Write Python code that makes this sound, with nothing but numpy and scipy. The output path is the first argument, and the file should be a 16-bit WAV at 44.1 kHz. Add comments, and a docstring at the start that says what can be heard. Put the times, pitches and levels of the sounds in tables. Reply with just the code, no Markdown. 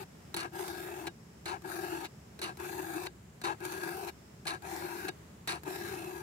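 """Outdoors, close to a two-port microphone, a round file sharpens a saw chain.
Each time the file lands on the cutter, skids back and slows, then rasps forward and lifts off.
Tooth impulses excite resonances of the guide bar and the steel; friction is shaped noise.
Behind it are a low rumble that swells once, soft air and faint insects, all made of filtered noise."""
import sys
import numpy as np
from scipy import signal
from scipy.fft import rfft, irfft, next_fast_len
from scipy.io import wavfile
from scipy.ndimage import uniform_filter1d, map_coordinates

SR = 44100
rng = np.random.default_rng(int(sys.argv[2]) if len(sys.argv) > 2 else 0)


def unload_audio(sound):
    """Save the sound as a 16-bit wav file, at the path given as the first command line argument."""
    columns = np.transpose(np.atleast_2d(sound))
    # keep every value between -1 and 1, then stretch to whole-number steps
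    steps = np.round(np.clip(columns, -1, 1) * 32767)
    wavfile.write(sys.argv[1], SR, steps.astype(np.int16))


N = 274302

# left and right port: half of any difference goes to each
SIDE = np.array([[.5], [-.5]])

# Levels in the tables are nominal: each layer adds its own gain.
# resonances of guide bar and chain: (frequency [Hz], width [Hz], level [dB],
# left minus right [dB], left phase lead [rad])
BAR_MODES = [(164, 63, -16, 19, 0.3), (355, 76, 3, 6, 0.97), (765.7, 167, -9, 6, 7.52),
             (887, 270, -11, 11, 3.35), (1228, 244, -18.5, 15, 4.13), (1524, 222, -12.5, 10.5, 4),
             (1619, 77, -7, 9, 4.5), (2313, 600, -25.5, 13.5, 1.37), (2602, 197, -23.5, -10.5, 0.94)]
# spectrum of the cutting hiss: (frequency [Hz], density [dB per Hz])
HISS_SPECTRUM = [(200, -23), (550, 0), (1400, 8), (2000, 5.5), (3100, -2.5), (4000, 4.5), (5200, -2),
                 (7000, 0.5), (9000, -2), (10500, -1), (12200, 0.5), (13400, -3), (14700, -1.5),
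                 (16000, -16.5)]
# moments when the bite of the teeth changes: (time [s], nominal change [dB])
BITES = [(.615, 4.5), (.793, -1), (1.768, 0), (1.848, 3), (1.936, 5.5), (2.801, 4.5), (2.966, 5),
         (3.84, 2.5), (3.882, 5), (4.738, 4), (4.85, 5), (4.92, 4), (5.055, 5), (5.68, 5), (5.925, 3)]


def pushes():
    """Forced vibration and chip fracture: the blows of the teeth drive the bar while tearing chips hiss."""
    t = np.arange(N) / SR
    pressure, hiss, swell = hand()
    dig_db = sum(db * np.exp(-((t - s) / 0.017) ** 2) for s, db in BITES)
    grip = unit(amp(1.5 * wobble(170)))
    tooth_rate = 850 * amp(1.5 * wobble(8))
    force = teeth(tooth_rate, scatter=.5, uneven_db=4.0)

    # chips snap off as single sharp grains over the even friction
    snaps = teeth(np.full(N, 520.), scatter=.5, uneven_db=5.5)
    chips = unit(amp(0.62 * wobble(600)) + amp(-11.0) * np.abs(snaps))

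    # a bite stirs the boom most and the hiss least
    hum = amp(-1.0 + 1.76 * dig_db) * swell * boom()
    low_modes = amp(-4.0) * pressure * ring(force, BAR_MODES[:2])
    rasp = wander(ring(force * grip, BAR_MODES[2:]), depth_db=4.5)
    body = amp(2.0 + dig_db) * pressure * steady(rasp, size=3000)
    tearing = spray(amp(6.5 + 0.29 * dig_db) * hiss * chips * grip, HISS_SPECTRUM)
    return hum + low_modes + body + wander(tearing, depth_db=5.5)


# forward strokes: (start [s], stop [s], pressure on the cutter [dB], cutting hiss [dB],
# bar boom [dB], easing of the hand [dB/s]; negative easing is a growing push)
STROKES = [(-0.4, 0.028, -48, -55, -49, 5), (0.518, 1.064, -46.5, -50.5, -45, 14),
           (1.631, 2.052, -45, -51, -44, 9.5), (2.574, 3.063, -47.3, -53.5, -44, -1),
           (3.592, 4.09, -46.5, -53.5, -45, -1.5), (4.616, 5.075, -46.5, -52, -47.5, 6.5),
           (5.64, 6.223, -47, -50.5, -45, 13.5)]
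# the pressure comes on quickly, the hiss waits for the file to gather speed
PRESS_S, SPEED_UP_S, RELEASE_S = 0.031, 0.075, 0.019
# the file slows along the stroke and its hiss sags; the bar booms most in mid-stroke
HISS_SAG_DB_PER_S, BOOM_ARCH_DB = 4.0, 1
# the bar's rasp follows only this share of the easing
RASP_EASE_SHARE = 0.42


def hand():
    """Contact force and sliding speed set the pressure, hiss and boom envelopes of each forward stroke."""
    t = np.arange(N) / SR
    pressure, hiss, swell = np.zeros((3, N))
    for start, stop, pressure_db, hiss_db, boom_db, ease_db_per_s in STROKES:
        age = np.clip(t - start, 0, stop - start)
        off_centre = 2 * age / (stop - start) - 1
        pressed = held(start, stop, PRESS_S, RELEASE_S)
        moving = held(start, stop, SPEED_UP_S, RELEASE_S)
        pressure += pressed * amp(pressure_db - RASP_EASE_SHARE * ease_db_per_s * age)
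        hiss += moving * amp(hiss_db - (ease_db_per_s + HISS_SAG_DB_PER_S) * age)
        swell += pressed * amp(boom_db - BOOM_ARCH_DB * off_centre ** 2)
    return pressure, hiss, swell


def boom():
    """Bending resonance of the bar: a narrow-band, restless hum, stronger at the left port."""
    slow = wobble(60) + 1j * wobble(60)
    quick = wobble(150) + 1j * wobble(150)
    sway = steady((slow + 0.37 * quick)[None], size=1800)
    hum_hz = 360 + 9 * wobble(9)
    hum = sway * np.exp(2j * np.pi * np.cumsum(hum_hz) / SR)
    left_lead = np.exp(1j * SIDE * 0.9)  # radians
    return unit(np.real(hum * left_lead)) * amp(SIDE * 5.3)


# backward skids: (start [s], stop [s], rattle [dB], share of the skid at which it is firmest [0-1],
# steel [dB])
SKIDS = [(0.369, 0.489, -41.5, 0.45, -46.5), (1.459, 1.59, -41.5, 0.36, -50),
         (2.421, 2.535, -42, 0.27, -46.5), (3.439, 3.556, -37, 0.28, -48), (4.468, 4.583, -40.5, 0.28, -44),
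         (5.475, 5.6, -40.5, 0.14, -42.5)]
# spectrum of the grating: (frequency [Hz], density [dB per Hz])
GRATE_SPECTRUM = [(250, -31), (560, -5), (750, 6), (1100, 11), (1500, 7.5), (2200, -11), (3200, -64),
                  (6000, -44)]
# resonances of file and cutter steel: (frequency [Hz], width [Hz], level [dB],
# left minus right [dB], left phase lead [rad])
STEEL_MODES = [(1200, 200, -3, -15, 0), (2255, 910, 3, 3, 2), (2853, 50, -2.5, -18, 7.5),
               (3790, 75, 4.5, -9, 2), (4116, 840, 3.5, -0.5, 1.5), (4700, 49, 0, 4, 4),
               (6030, 260, -1, 0, -1.5), (8200, 1100, -10.5, -13.5, 1), (10010, 620, -2.5, -5, -1.5),
               (12600, 480, -11, 5, 4.5)]
# spectrum of steel scuffing on steel: (frequency [Hz], density [dB per Hz])
SCUFF_SPECTRUM = [(200, -47), (600, 7), (1500, 9), (3200, 3.5), (4500, -1.5), (7000, 1.5), (9000, -5.5),
                  (11000, -7), (13500, -13), (16000, -11)]


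def skids():
    """Tooth-passing excitation: drawn back lightly, the file rattles more slowly and dully until it stops."""
    t = np.arange(N) / SR
    speed, rattle, steel = np.zeros((3, N))
    for start, stop, rattle_db, firmest, steel_db in SKIDS:
        on = (t >= start) & (t < stop)
        gone = (t[on] - start) / (stop - start)
        speed[on] = 1 - gone
        rattle[on] = amp(rattle_db - 20 * (gone - firmest) ** 2) * np.clip(speed[on] / 0.27, 0, 1)
        # the treble needs speed and is the first to go
        steel[on] = amp(steel_db - 13.3 * gone - 20 * gone ** 2)

    # the tooth rate, heard as a rough falling pitch, follows the speed
    force = rattle * teeth(350 + 1200 * speed, scatter=0.21, uneven_db=4.0)
    chatter = unit(amp(2.7 * wobble(550) + 1.1 * wobble(120)))

    def grate_response(f):
        left_lead = np.minimum(f / 350, np.pi)  # radians
        return unit(amp(along(GRATE_SPECTRUM, f) + SIDE * 5.3) * np.exp(1j * SIDE * left_lead))

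    low_modes = amp(1.0) * ring(force, BAR_MODES[:2])
    high_modes = amp(2.0) * wander(ring(force, BAR_MODES[2:]), depth_db=2)
    grate = amp(-3.5) * filtered(force, grate_response)
    squeak = amp(8.5) * ring(steel * chatter * rng.standard_normal(N), STEEL_MODES)
    scuff = spray(chatter * (amp(-0.5) * steel + amp(-13) * rattle), SCUFF_SPECTRUM)
    return low_modes + high_modes + grate + wander(squeak + scuff, depth_db=1.5)


# the file slips off at the end of a stroke: (time [s], level [dB], half length to 1/e [s])
LIFTS = [(1.076, -38.5, 0.0084), (2.054, -43, 0.013), (3.069, -37.5, 0.004), (4.089, -42, 0.0097),
         (5.088, -35, 0.0063)]


def lifts():
    """Brief excitation at unloading: the file skips over the edge with a short chirp of steel."""
    t = np.arange(N) / SR
    skip = sum(amp(db) * np.exp(-((t - s) / half) ** 2) for s, db, half in LIFTS)
    force = skip * teeth(np.full(N, 1400.), scatter=.4, uneven_db=4.0)
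    low_steel = amp(-7.0) * ring(force, STEEL_MODES[1:3])
    high_steel = amp(-7.0) * ring(force, STEEL_MODES[3:6])
    bar = amp(-3) * ring(force, BAR_MODES[2:])
    return low_steel + high_steel + bar + spray(amp(-4) * skip, SCUFF_SPECTRUM)


# the file knocks on a cutter: (time [s], peak [dB], bar knock relative to the peak [dB])
KNOCKS = [(0.3427, -25, -8.5), (0.3644, -26, -9.5), (0.3925, -45, -21), (1.069, -34, 2.5),
          (1.4566, -32.5, -4.5), (2.3912, -36.5, -4.5), (2.4159, -28.5, -6), (3.062, -39.5, 4.5),
          (3.4152, -35.5, -4.5), (3.437, -41, 3), (4.4537, -39.5, 5), (5.0824, -33.5, 3.5),
          (5.4747, -26, -8.5)]
# a tooth catches on the edge: (time [s], peak [dB])
CATCHES = [(0.6796, -35.5), (0.772, -45.5), (1.6202, -49), (2.5718, -45), (2.5993, -42.5), (3.6043, -46.5),
           (3.6508, -31.5), (3.722, -36), (3.776, -44.5), (3.835, -39), (3.877, -47), (4.6221, -47),
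           (5.634, -42.5)]


def knocks():
    """Impact of steel on steel: a crack, a knock in the bar, and a faint ring that outlasts them."""
    steel = sum(amp(db) * burst(s, t60=0.029) for s, db, knock_db in KNOCKS)
    bar = sum(amp(db + knock_db) * burst(s, t60=0.066) for s, db, knock_db in KNOCKS)
    catch = sum(amp(db) * burst(s, t60=0.038) for s, db in CATCHES)
    grit = rng.standard_normal(N)

    # after a clean blow the high modes ring longer than under the damping of a rub
    free_modes = [(hz, 0.48 * width, db, pan, lead) for hz, width, db, pan, lead in STEEL_MODES[3:]]
    clink = amp(-18.0) * ring(steel * grit, STEEL_MODES) + amp(-8.5) * ring(steel * grit, free_modes)
    crack = spray(amp(-9.5) * steel, SCUFF_SPECTRUM)
    crack = crack + spray(amp(-10) * steel + amp(-2.5) * catch, HISS_SPECTRUM)
    knock = ring(grit * (amp(-0.5) * bar + amp(-1) * catch), BAR_MODES)
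    return clink + crack + knock


# spectrum of the soft air: (frequency [Hz], density [dB per Hz])
AIR_SPECTRUM = [(200, -11), (560, -9.5), (1000, -14.5), (2000, -18.5), (3800, -25.5), (6500, -26.5),
                (9400, -30), (15800, -33)]
# spectrum of the low rumble: (frequency [Hz], density [dB per Hz])
RUMBLE_SPECTRUM = [(20, -35), (45, -17), (56, -19), (66, 2.5), (95, 1), (160, 3.5), (200, 2), (260, -7.5),
                   (430, -8.5), (600, -45), (1200, -51)]
# one insect trills in bouts: (start [s], stop [s])
TRILLS = [(-0.3, 2.6), (3.8, 4.46)]
CHORUS_DB, TRILL_DB, TRILL_FADE_S = -73.3, -73.5, 0.27
# the low rumble swells once, as from handling, for this half length to 1/e
RUMBLE_DB, SWELL_DB, SWELL_AT_S, SWELL_HALF_S = -54.5, 5, 5.89, 0.17


def outdoors():
    """Ambient noise: a largely coherent low rumble that swells once, uneven air, and two insect bands."""
    t = np.arange(N) / SR

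    def noise(colour, channels):
        return unit(filtered(rng.standard_normal((channels, N)), colour))

    def low(f):
        return amp(along(RUMBLE_SPECTRUM, f))

    def airy(f):
        return amp(along(AIR_SPECTRUM, f)) * f / (f + 100)

    def band(hz, width_hz):
        return noise(lambda f: np.exp(-((f - hz) / width_hz) ** 2), channels=2)

    rumble = amp(RUMBLE_DB + SWELL_DB * np.exp(-((t - SWELL_AT_S) / SWELL_HALF_S) ** 2))
    # mostly the same at both ports, with a little of each port's own
    ground = rumble * (noise(low, channels=1) + amp(-17.0) * noise(low, channels=2))
    air = amp(-60.0 + 0.91 * wobble(3.53)) * noise(airy, channels=2)
    chorus = amp(CHORUS_DB) * band(hz=7300, width_hz=1150)
    bouts = sum(held(start, stop, TRILL_FADE_S, TRILL_FADE_S) for start, stop in TRILLS)
    trill = amp(TRILL_DB) * bouts * band(hz=5320, width_hz=610)
    return ground + air + chorus + trill


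def teeth(rate, scatter, uneven_db):
    """Impulse train: one blow per passing tooth, uneven in time and size, with equal power at any rate."""
    passed = np.cumsum(rate) / SR
    draws = rng.standard_normal((int(passed[-1]), 2))
    due = np.arange(len(draws)) + scatter * draws[:, 0]
    at = np.searchsorted(passed, due).clip(0, N - 1)
    size = amp(uneven_db * draws[:, 1]) / np.sqrt(rate[at])
    hits = np.bincount(at, size, N)
    return unit(hits - uniform_filter1d(hits, size=256))


def ring(force, modes):
    """Modal superposition: steep causal resonances of unit power, each with its own port level and phase."""
    def response(f):
        h = 0
        for centre, width, db, pan, lead in modes:
            resonance = 1j * f * width / (centre * centre - f * f + 1j * f * width)
            h = h + amp(db + SIDE * pan) * np.exp(1j * SIDE * lead) * resonance ** 2
        return h / np.sqrt(np.mean(abs(h) ** 2))
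    return filtered(force, response)


# the two ports hear the treble differently: (frequency [Hz], left minus right [dB])
PORT_BALANCE = [(550, -12), (900, 4), (1800, 3.5), (3000, -2), (5300, 4.5), (7000, -1), (9000, -5),
                (11000, -4), (13000, -2.5), (15000, 10)]


def spray(envelope, spectrum):
    """Friction noise with arrival-time difference: direct sound meets the right port first, the rest scatters."""
    delay_s = 0.000357
    direct = filtered(envelope * rng.standard_normal(N), lambda f: np.exp(-2j * np.pi * f * SIDE * delay_s))
    scattered = envelope * rng.standard_normal((2, N))

    def colour(f):
        return unit(amp(along(spectrum, f) + SIDE * along(PORT_BALANCE, f)))
    return filtered(0.42 * direct + 0.95 * scattered, colour)


def wander(x, depth_db):
    """Moving contact point: narrow bands of the sound come and go, partly independently at each port."""
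    z = signal.stft(x, nperseg=1024)[2]
    field = rng.standard_normal(z.shape[1:]) + 2.4 * rng.standard_normal(z.shape)
    # smooth over neighbouring frequencies, then over time
    for _ in range(2):
        field = uniform_filter1d(uniform_filter1d(field, size=5, axis=1), size=9, axis=2)
    gain = amp(depth_db * np.minimum(unit(field), 1.2))
    return signal.istft(z * unit(gain), nperseg=1024)[1][..., :N]


def steady(x, size):
    """Level normalization: even out the slow swells of a vibration by its running power."""
    power = np.abs(uniform_filter1d(np.mean(abs(x) ** 2, axis=0), size=size))
    return x / np.sqrt(power + 1e-9)


def burst(s, t60):
    """Exponential decay of one contact: instant rise, then 60 dB down in t60 seconds."""
    age = np.arange(N) / SR - s
    return (age >= 0) * amp(-60 * np.abs(age) / t60)


def held(start, stop, attack_s, release_s):
    """Linear envelope: rises from start, holds until stop and is then released."""
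    t = np.arange(N) / SR
    return np.clip((t - start) / attack_s, 0, 1) * np.clip(1 - (t - stop) / release_s, 0, 1)


def wobble(rate):
    """Spline interpolation of noise: a smooth random curve with rate knots a second."""
    knots = rng.standard_normal(int(N * rate / SR) + 4)
    return map_coordinates(knots, [np.arange(N) * rate / SR])


def filtered(x, response):
    """Linear filtering: the spectrum of x times a complex response of frequency."""
    m = next_fast_len(N + SR // 2)
    return irfft(rfft(x, m) * response(np.fft.rfftfreq(m, 1 / SR)), m)[..., :N]


def along(points, hz):
    """Logarithmic frequency scale: interpolate (frequency [Hz], value) points on it."""
    f, v = np.transpose(points)
    return np.interp(np.log(hz + 1), np.log(f + 1), v)


def amp(db):
    """Decibel definition: level to amplitude gain."""
    return 10 ** (np.asarray(db) / 20)


def unit(x):
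    """Root-mean-square normalization: scale to rms 1."""
    return x / np.sqrt(np.mean(x ** 2) + 1e-20)


def scene():
    """Superposition: filing strokes and contacts in the open air."""
    return pushes() + skids() + lifts() + knocks() + outdoors()


TOP_HZ = 15800


def record(dry):
    """Band limiting: the recorder keeps nothing from its top frequency upward."""
    return filtered(dry, lambda hz: hz < TOP_HZ)


dry = scene()
out = record(dry)
unload_audio(out)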